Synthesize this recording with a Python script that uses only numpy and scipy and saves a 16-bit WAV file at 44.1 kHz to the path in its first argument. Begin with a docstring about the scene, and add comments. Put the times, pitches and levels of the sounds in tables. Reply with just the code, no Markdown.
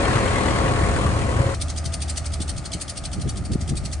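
"""Tractor and pendulum spreader

A four-cylinder diesel tractor rolls past at arm's length, knocking and whining at low revs.
The scene cuts to a field: the tractor drones far off at working speed while its pendulum spreader
flings granules, one swish per swing of the spout. Wind rumbles and thumps on the microphone."""
import sys
import numpy as np
from scipy import signal
from scipy.fft import rfft, irfft
from scipy.io import wavfile
from scipy.ndimage import uniform_filter1d, map_coordinates

SR = 44100
rng = np.random.default_rng(int(sys.argv[2]) if len(sys.argv) > 2 else 0)


def persist_wave(psi):
    """Save psi, clipped to +-1, as 16-bit WAV."""
    counts = np.round(np.clip(psi, -1, 1) * 32767).astype(np.int16)
    wavfile.write(sys.argv[1], SR, np.atleast_2d(counts).T)


N = 176400
T = np.arange(N) / SR
CUT_S, CUT_FADE_S = 1.544, 0.0037
IDLE_FIRING_HZ, WORK_FIRING_HZ = 39.7, 77.6

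# Noise spectra. Each row: frequency in Hz, relative spectral density in dB.
RUMBLE_SPECTRUM = [(20, -30), (35, -11), (50, -1.5), (80, 1), (130, -7.5), (200, -18), (350, -25.5),
                   (700, -57)]
EDDY_SPECTRUM = [(40, -7), (80, -3.5), (135, 4.5), (200, -3), (350, -12.5), (550, -25), (1000, -58)]
FAR_SPECTRUM = [(100, 9), (280, 5.5), (450, -6), (570, 2), (670, 2.5), (800, 0), (1000, -11), (1230, -0.5),
                (1600, -9), (2050, -8.5), (2500, -12.5), (3300, -19), (4500, -17), (6500, -18),
                (9000, -17.5), (10500, -19.5)]
THROW_SPECTRUM = [(800, -22), (1500, -11.5), (2100, -5), (2500, -5.5), (3300, -3.5), (3900, -2), (4550, 5),
                  (5100, 0), (5800, 1.5), (6600, -1), (7600, -0.5), (8800, 4.5), (9600, 4), (10500, -13.5)]
SPILL_SPECTRUM = [(1500, -31), (2500, -5), (3400, 8.5), (4000, -1.5), (4700, 3), (7000, -1.5), (8800, 6.5),
                  (10500, -2)]
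BOOM_SPECTRUM = [(22, -28), (42, -9), (62, 4.5), (88, 2), (135, -2.5), (190, -10.5), (300, -22)]
BODY_SPECTRUM = [(110, -13), (200, 2.5), (300, 1.5), (380, -0.5), (460, -4), (535, 4), (600, -3),
                 (700, 0.5), (780, -5), (870, -6.5), (1110, -3), (1400, -15.5), (2000, -22)]
KNOCK_SPECTRUM = [(700, -14), (1110, 0), (1400, 0.5), (1750, -1.5), (2000, -1), (2400, -5.5), (3000, -8),
                  (3300, -9), (3650, -12), (4100, -10), (5200, -17.5), (10000, -26)]
HISS_SPECTRUM = [(2000, -37.5), (4000, -6.5), (5600, -4.5), (7000, -0.5), (8800, 1), (9700, 1),
                 (10500, -14)]

# Envelopes of single sources. Each row: time in seconds, level in dB.
WIND_LEVEL = [(1.5, -28.5), (1.9, -32.5), (2.2, -34), (2.58, -27.5), (2.8, -41), (3.05, -32), (3.2, -26.5),
              (3.55, -30), (3.8, -26.5), (4, -31)]
DRONE_LEVEL = [(1.55, -33.5), (1.7, -30.5), (2.3, -28), (2.5, -37.5), (2.8, -45), (3.1, -40), (3.7, -36),
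               (4, -38)]
TRANSMISSION_LEVEL = [(0, -36.5), (.25, -34.5), (.45, -45), (1.05, -36), (1.25, -60), (1.44, -27.5),
                      (1.54, -38)]
EXHAUST_BOOM_LEVEL = [(0, -25.5), (.5, -26.5), (.85, -22), (1.08, -23.5), (1.21, -25), (1.35, -22.5),
                      (1.54, -33)]

# Wind buffets. Each row: centre in seconds, level in dB, half-width in seconds.
EDDIES = [(1.869, -26, 0.0093), (2.409, -24, 0.0086), (2.756, -27.5, 0.011), (3.189, -24.5, 0.02),
          (3.268, -21, 0.015), (3.406, -29.5, 0.043), (3.519, -20.5, 0.017), (3.557, -15.5, 0.0039),
          (3.615, -29, 0.021), (3.725, -22, 0.021), (3.8, -34, 0.063)]
# Distant machinery tones. Each row: frequency in Hz, level in dB before the fade.
FAR_TONES = [(585, -55.5), (662, -53), (722, -55.5), (1226, -56.5)]
# Swings of the spout. Each row: time in seconds, relative levels of throw and leading spill in dB.
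SWINGS = [(1.547,-32.5,-42),(1.621,-26.5,-38),(1.703,-30.5,-37),(1.782,-28,-35.5),(1.862,-29,-37),(1.942,-27.5,-36),(2.024,-28.5,-37),(2.101,-25,-33),(2.179,-25,-34),(2.264,-29.5,-38.5),(2.341,-30,-38),(2.423,-28,-31),(2.498,-27.5,-33.5),(2.585,-34.5,-37.5),(2.662,-30.5,-42),(2.738,-25.5,-32),(2.819,-28,-39),(2.9,-28.5,-32.5),(2.978,-29,-39),(3.058,-29,-34),(3.136,-29,-40),(3.218,-34,-43),(3.297,-31,-41),(3.378,-34.5,-41),(3.458,-34.5,-48),(3.538,-32,-34),(3.617,-32,-49),(3.697,-31.5,-34.5),(3.775,-29,-38.5),(3.859,-31.5,-43),(3.935,-30,-41)]
# Tyre lugs striking the road. Each row: centre in seconds, envelope peak in dB.
LUG_STRIKES = [(.095, -13), (0.159, -14), (0.653, -13), (0.721, -16), (0.755, -19), (0.835, -13),
               (1.058, -15.5), (1.134, -18.5), (1.406, -9), (1.464, -13)]
# Modes of the linkage. Each row: frequency in Hz, relative level in dB.
LINKAGE_MODES = [(1146, -16), (1230, -26), (980, -31)]
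# Impacts of loose metal. Each row: start in seconds, relative level in dB, pitch in Hz.
METAL_STRIKES = [(0.051, -28, 3170), (.278, -27, 3120), (.482, -29.5, 3400), (.68, -28.5, 2850)]
# Modes of that metal. Each row: ratio to the pitch, relative level in dB.
METAL_MODES = [(1, -1.5), (.86, -5.5), (0.58, 0), (1.29, -9)]
# Gear and pump tones. Each row: frequency in Hz, levels in dB as the bonnet and as the rear pass.
GEAR_TONES = [(89.7, -34, -32), (415.8, -34, -43), (519, -45, -43), (1090, -39, -44)]
# Exhaust harmonics. Each row: multiple of the firing rate, level in dB.
EXHAUST_ORDERS = [(1, -34), (2, -31.5), (3, -31.5), (5, -41.5)]
# Uneven combustion. Each entry: relative strength of one cylinder in dB.
CYLINDER_BALANCE = [0.84, -0.41, -1.4, 1]
# The passing engine. Each row: time in seconds, relative levels of body, knock and hiss in dB.
PASS_LEVELS = [(0, -23.5, -31, -40.5), (.3, -24, -32.5, -40), (.68, -23, -33.5, -42.5),
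               (.95, -26, -35.5, -41.5), (1.2, -28.5, -38, -43.5), (1.54, -28.5, -38.5, -44.5)]


def undb(db):
    """Amplitude grows tenfold with every 20 dB."""
    return 10 ** (np.asarray(db) / 20)


def unit(x):
    """Normalisation to an rms of 1."""
    return x / np.sqrt(np.mean(x ** 2))


def curve(table, column=1):
    """A gain envelope, interpolated in decibels from one column of a table."""
    rows = np.array(table)
    return undb(np.interp(T, rows[:, 0], rows[:, column]))


def colour(x, spectrum):
    """Filtering multiplies spectra; the response rolls off beyond the table's ends. The rms is 1."""
    hz, db = np.array(spectrum).T
    f = np.maximum(np.arange(N // 2 + 1) * SR / N, 1)
    gain = undb(np.interp(np.log(f), np.log(hz), db))
    roll_off = np.sqrt((1 + (hz[0] / f / 2) ** 4) * (1 + (f / hz[-1]) ** 8))
    return unit(irfft(rfft(x) * gain / roll_off, N))


def drift(rate_hz):
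    """Noise averaged twice becomes a slow fluctuation of rms 1."""
    width = int(SR / rate_hz)
    smoothed = uniform_filter1d(rng.standard_normal(N), width, mode="wrap")
    return unit(uniform_filter1d(smoothed, width, mode="wrap"))


def grains(spread_db):
    """Tiny impacts of log-normal size, in three independent streams: direct, left and right scatter."""
    size = np.repeat(rng.standard_normal((3, N // 16 + 1)), 16, axis=1)[:, :N]
    return unit(rng.standard_normal((3, N)) * undb(spread_db * size))


def pan(db):
    """A level difference between the channels gives direction; positive is left."""
    return undb(np.array([[db], [-db]]) / 2)


def stereo(streams, coherence, pan_db=0, lag_s=0):
    """Partial coherence: the channels share the direct sound, lagged on the right, but not the scatter."""
    direct = np.array([streams[0], np.roll(streams[0], int(round(lag_s * SR)))])
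    return (np.sqrt(coherence) * direct + np.sqrt(1 - coherence) * streams[1:]) * pan(pan_db)


def tone(hz, waver, flutter_db):
    """A rotating part gives a sinusoid, randomly modulated in frequency and level; the rms is 1."""
    phase = 2 * np.pi * np.cumsum(hz * (1 + waver * drift(9.14))) / SR
    return unit(np.sin(phase) * undb(flutter_db * drift(12)))


def shell(x, depth_db, spacing_hz, hold_s, turn_rad):
    """A shell's response depends on where it is struck: resonances and right-channel phase wander."""
    hz, at, bins = signal.stft(x, SR, nperseg=512, noverlap=384)
    place = np.meshgrid(hz / spacing_hz, at / hold_s, indexing="ij")
    fields = rng.standard_normal((2, 256, 256))
    ripple, phase = (map_coordinates(field, place, order=1, mode="mirror") for field in fields)
    rotation = np.array([np.ones_like(phase), np.exp(1j * turn_rad * phase)])
    bins = bins * undb(depth_db * ripple) * rotation
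    return unit(signal.istft(bins, SR, nperseg=512, noverlap=384)[1][:, :N])


def wind():
    """Turbulent pressure on the microphone makes a low rumble, and single eddies thump."""
    rumble = curve(WIND_LEVEL) * colour(stereo(grains(0.75), coherence=0.81), RUMBLE_SPECTRUM)
    eddy_power = sum(undb(db) ** 2 * np.exp(-((T - at) / width) ** 2) for at, db, width in EDDIES)
    swirl = colour(stereo(grains(3.4), coherence=0.65), EDDY_SPECTRUM)
    running_rms = np.sqrt(uniform_filter1d(np.mean(swirl ** 2, axis=0), SR // 50))
    return rumble + np.sqrt(eddy_power) * swirl / running_rms


def far_tractor():
    """The exhaust drones at the firing rate, while machinery wash and whine fade with distance."""
    drone = curve(DRONE_LEVEL) * tone(WORK_FIRING_HZ, waver=0.0077, flutter_db=1.3)
    throb = 1 + 0.12 * np.cos(2 * np.pi * WORK_FIRING_HZ * T)
    machinery = stereo(grains(2.7) * throb, coherence=0.58, pan_db=1.8, lag_s=0.00002)
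    wash = undb(-36.5) * colour(machinery, FAR_SPECTRUM)
    whine = sum(undb(db) * tone(hz, waver=0.005, flutter_db=2.5) for hz, db in FAR_TONES)
    receding = undb(-1.72 * (T - CUT_S))
    return drone + (wash + whine * pan(2.5)) * receding


def swell(age, rise_s, fall_s):
    """The power of a batch of granules has a Gaussian rise and an exponential decay."""
    return np.exp(-np.where(age < 0, (age / rise_s) ** 2, age / fall_s))


def spreader(spill_lead_s=0.017, scatter_s=0.048):
    """Incoherent impacts add in power: a few granules hit the spout, then the load rushes out."""
    throw_power, spill_power = np.zeros(N), np.zeros(N)
    for at, throw_db, spill_db in SWINGS:
        age = T - at
        rush = swell(age, rise_s=0.006, fall_s=0.0053)
        scatter = undb(-20.5) ** 2 * np.exp(-abs(age) / scatter_s) * (age > 0)
        throw_power += undb(throw_db) ** 2 * (rush + scatter)
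        spill_power += undb(spill_db) ** 2 * swell(age + spill_lead_s, rise_s=0.003, fall_s=0.004)
    throw = colour(stereo(grains(2.9), coherence=0.59, pan_db=1), THROW_SPECTRUM)
    throw = shell(throw, depth_db=4, spacing_hz=207.5, hold_s=0.06, turn_rad=0.7)
    throw *= undb(1.05 * drift(25))
    spill = colour(stereo(grains(1.6), coherence=0.85, pan_db=-0.2), SPILL_SPECTRUM)
    spill = shell(spill, depth_db=2, spacing_hz=297, hold_s=0.053, turn_rad=0.8)
    return undb(0.5) * np.sqrt(throw_power) * throw + undb(-0.5) * np.sqrt(spill_power) * spill


def tyres(hz=112, width_s=0.0065):
    """Each lug that lands hard radiates a low thud, a sinusoid under a Gaussian envelope."""
    return sum(undb(db) * np.exp(-((T - at) / width_s) ** 2) * np.sin(2 * np.pi * hz * (T - at))
               for at, db in LUG_STRIKES)


def clank(start_s=1.058, attack_s=0.0056, decay_s=0.013):
    """One impact excites the damped modes of the linkage as the rear wheel goes by."""
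    age = np.maximum(T - start_s, 0)
    modes = sum(undb(db) * np.sin(2 * np.pi * hz * age) for hz, db in LINKAGE_MODES)
    return modes * (1 - np.exp(-age / attack_s)) * np.exp(-age / decay_s)


def ticks(decay_s=0.0066):
    """Loose metal on the engine is struck and rings briefly in inharmonic modes."""
    out = np.zeros(N)
    for at, strike_db, hz in METAL_STRIKES:
        age = np.maximum(T - at, 0)
        modes = sum(undb(db) * np.sin(2 * np.pi * hz * ratio * age) for ratio, db in METAL_MODES)
        out += undb(strike_db) * modes * np.exp(-age / decay_s)
    return out


def gear_whine(burst):
    """Rotating gears and pumps radiate tones; the firings modulate the transmission's amplitude."""
    passed = np.minimum(T / CUT_S, 1)
    gears = sum(undb(front + (rear - front) * passed) * tone(hz, waver=0.00579, flutter_db=-0.5)
                for hz, front, rear in GEAR_TONES)
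    transmission = curve(TRANSMISSION_LEVEL) * tone(551.8, waver=0.01103, flutter_db=2)
    return gears + transmission * unit(burst + 1.9)


def exhaust():
    """Periodic exhaust pulses sound at harmonics of the firing rate."""
    return sum(undb(db) * tone(order * IDLE_FIRING_HZ, waver=0.0024, flutter_db=-1)
               for order, db in EXHAUST_ORDERS)


def firings(first_s=0.003, attack_s=0.002, decay_s=0.011, scatter_db=1.5):
    """Impulsive excitation: one burst envelope per combustion, each cylinder with its own strength."""
    count = (T - first_s) * IDLE_FIRING_HZ + 1
    index = count.astype(int)
    age = count % 1 / IDLE_FIRING_HZ
    cylinder_db = np.array(CYLINDER_BALANCE)[index % len(CYLINDER_BALANCE)]
    size = undb(cylinder_db + scatter_db * rng.standard_normal(N)[index])
    return unit(size * (1 - np.exp(-age / attack_s)) * np.exp(-age / decay_s))


def clatter(spread_db, repeat):
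    """Metal impacts are partly periodic: a share of their power recurs with each four-stroke cycle."""
    period = int(len(CYLINDER_BALANCE) * SR / IDLE_FIRING_HZ)
    periodic = unit(grains(spread_db)[:, np.arange(N) % period])
    return np.sqrt(repeat) * periodic + np.sqrt(1 - repeat) * grains(spread_db)


def engine(burst):
    """Forced vibration: with each firing the exhaust booms, the body shakes and the block knocks."""
    boom = stereo(clatter(0.49, repeat=0.11), coherence=0.71, pan_db=0.1)
    boom = colour(boom, BOOM_SPECTRUM) * curve(EXHAUST_BOOM_LEVEL) * unit(burst + 3)
    body = stereo(clatter(2.5, repeat=0.3), coherence=0.79, pan_db=4, lag_s=0.00024)
    body = colour(body * (burst + 3), BODY_SPECTRUM) * curve(PASS_LEVELS, column=1)
    knock = stereo(clatter(3.2, repeat=0.29), coherence=0.53, pan_db=1.5, lag_s=0.0001)
    knock = colour(knock * (burst + 2.4), KNOCK_SPECTRUM)
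    knock = shell(knock, depth_db=3, spacing_hz=90.7, hold_s=0.04, turn_rad=1.45)
    knock *= curve(PASS_LEVELS, column=2)
    hiss = stereo(clatter(2.9, repeat=0.22), coherence=0.47, pan_db=0.5)
    hiss = colour(hiss * (burst + 2.14), HISS_SPECTRUM) * curve(PASS_LEVELS, column=3)
    return boom + undb(1) * body + undb(4.5) * knock + undb(2) * hiss


def near_tractor():
    """The sources of the passing tractor superpose, with whine and struck metal towards the left."""
    burst = firings()
    return engine(burst) + exhaust() + tyres() + (gear_whine(burst) + clank() + ticks()) * pan(6)


def scene():
    """A very short crossfade is heard as a cut from the roadside to the field."""
    field = np.clip((T - CUT_S) / CUT_FADE_S + 0.5, 0, 1)
    return (1 - field) * near_tractor() + field * (far_tractor() + spreader() + wind())


def record(dry):
    """An elliptic low-pass filter limits the bandwidth steeply above 10150 Hz."""
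    return signal.sosfilt(signal.ellip(10, 0.2, 80, 10150, fs=SR, output="sos"), dry)


dry = scene()
out = record(dry)
persist_wave(out)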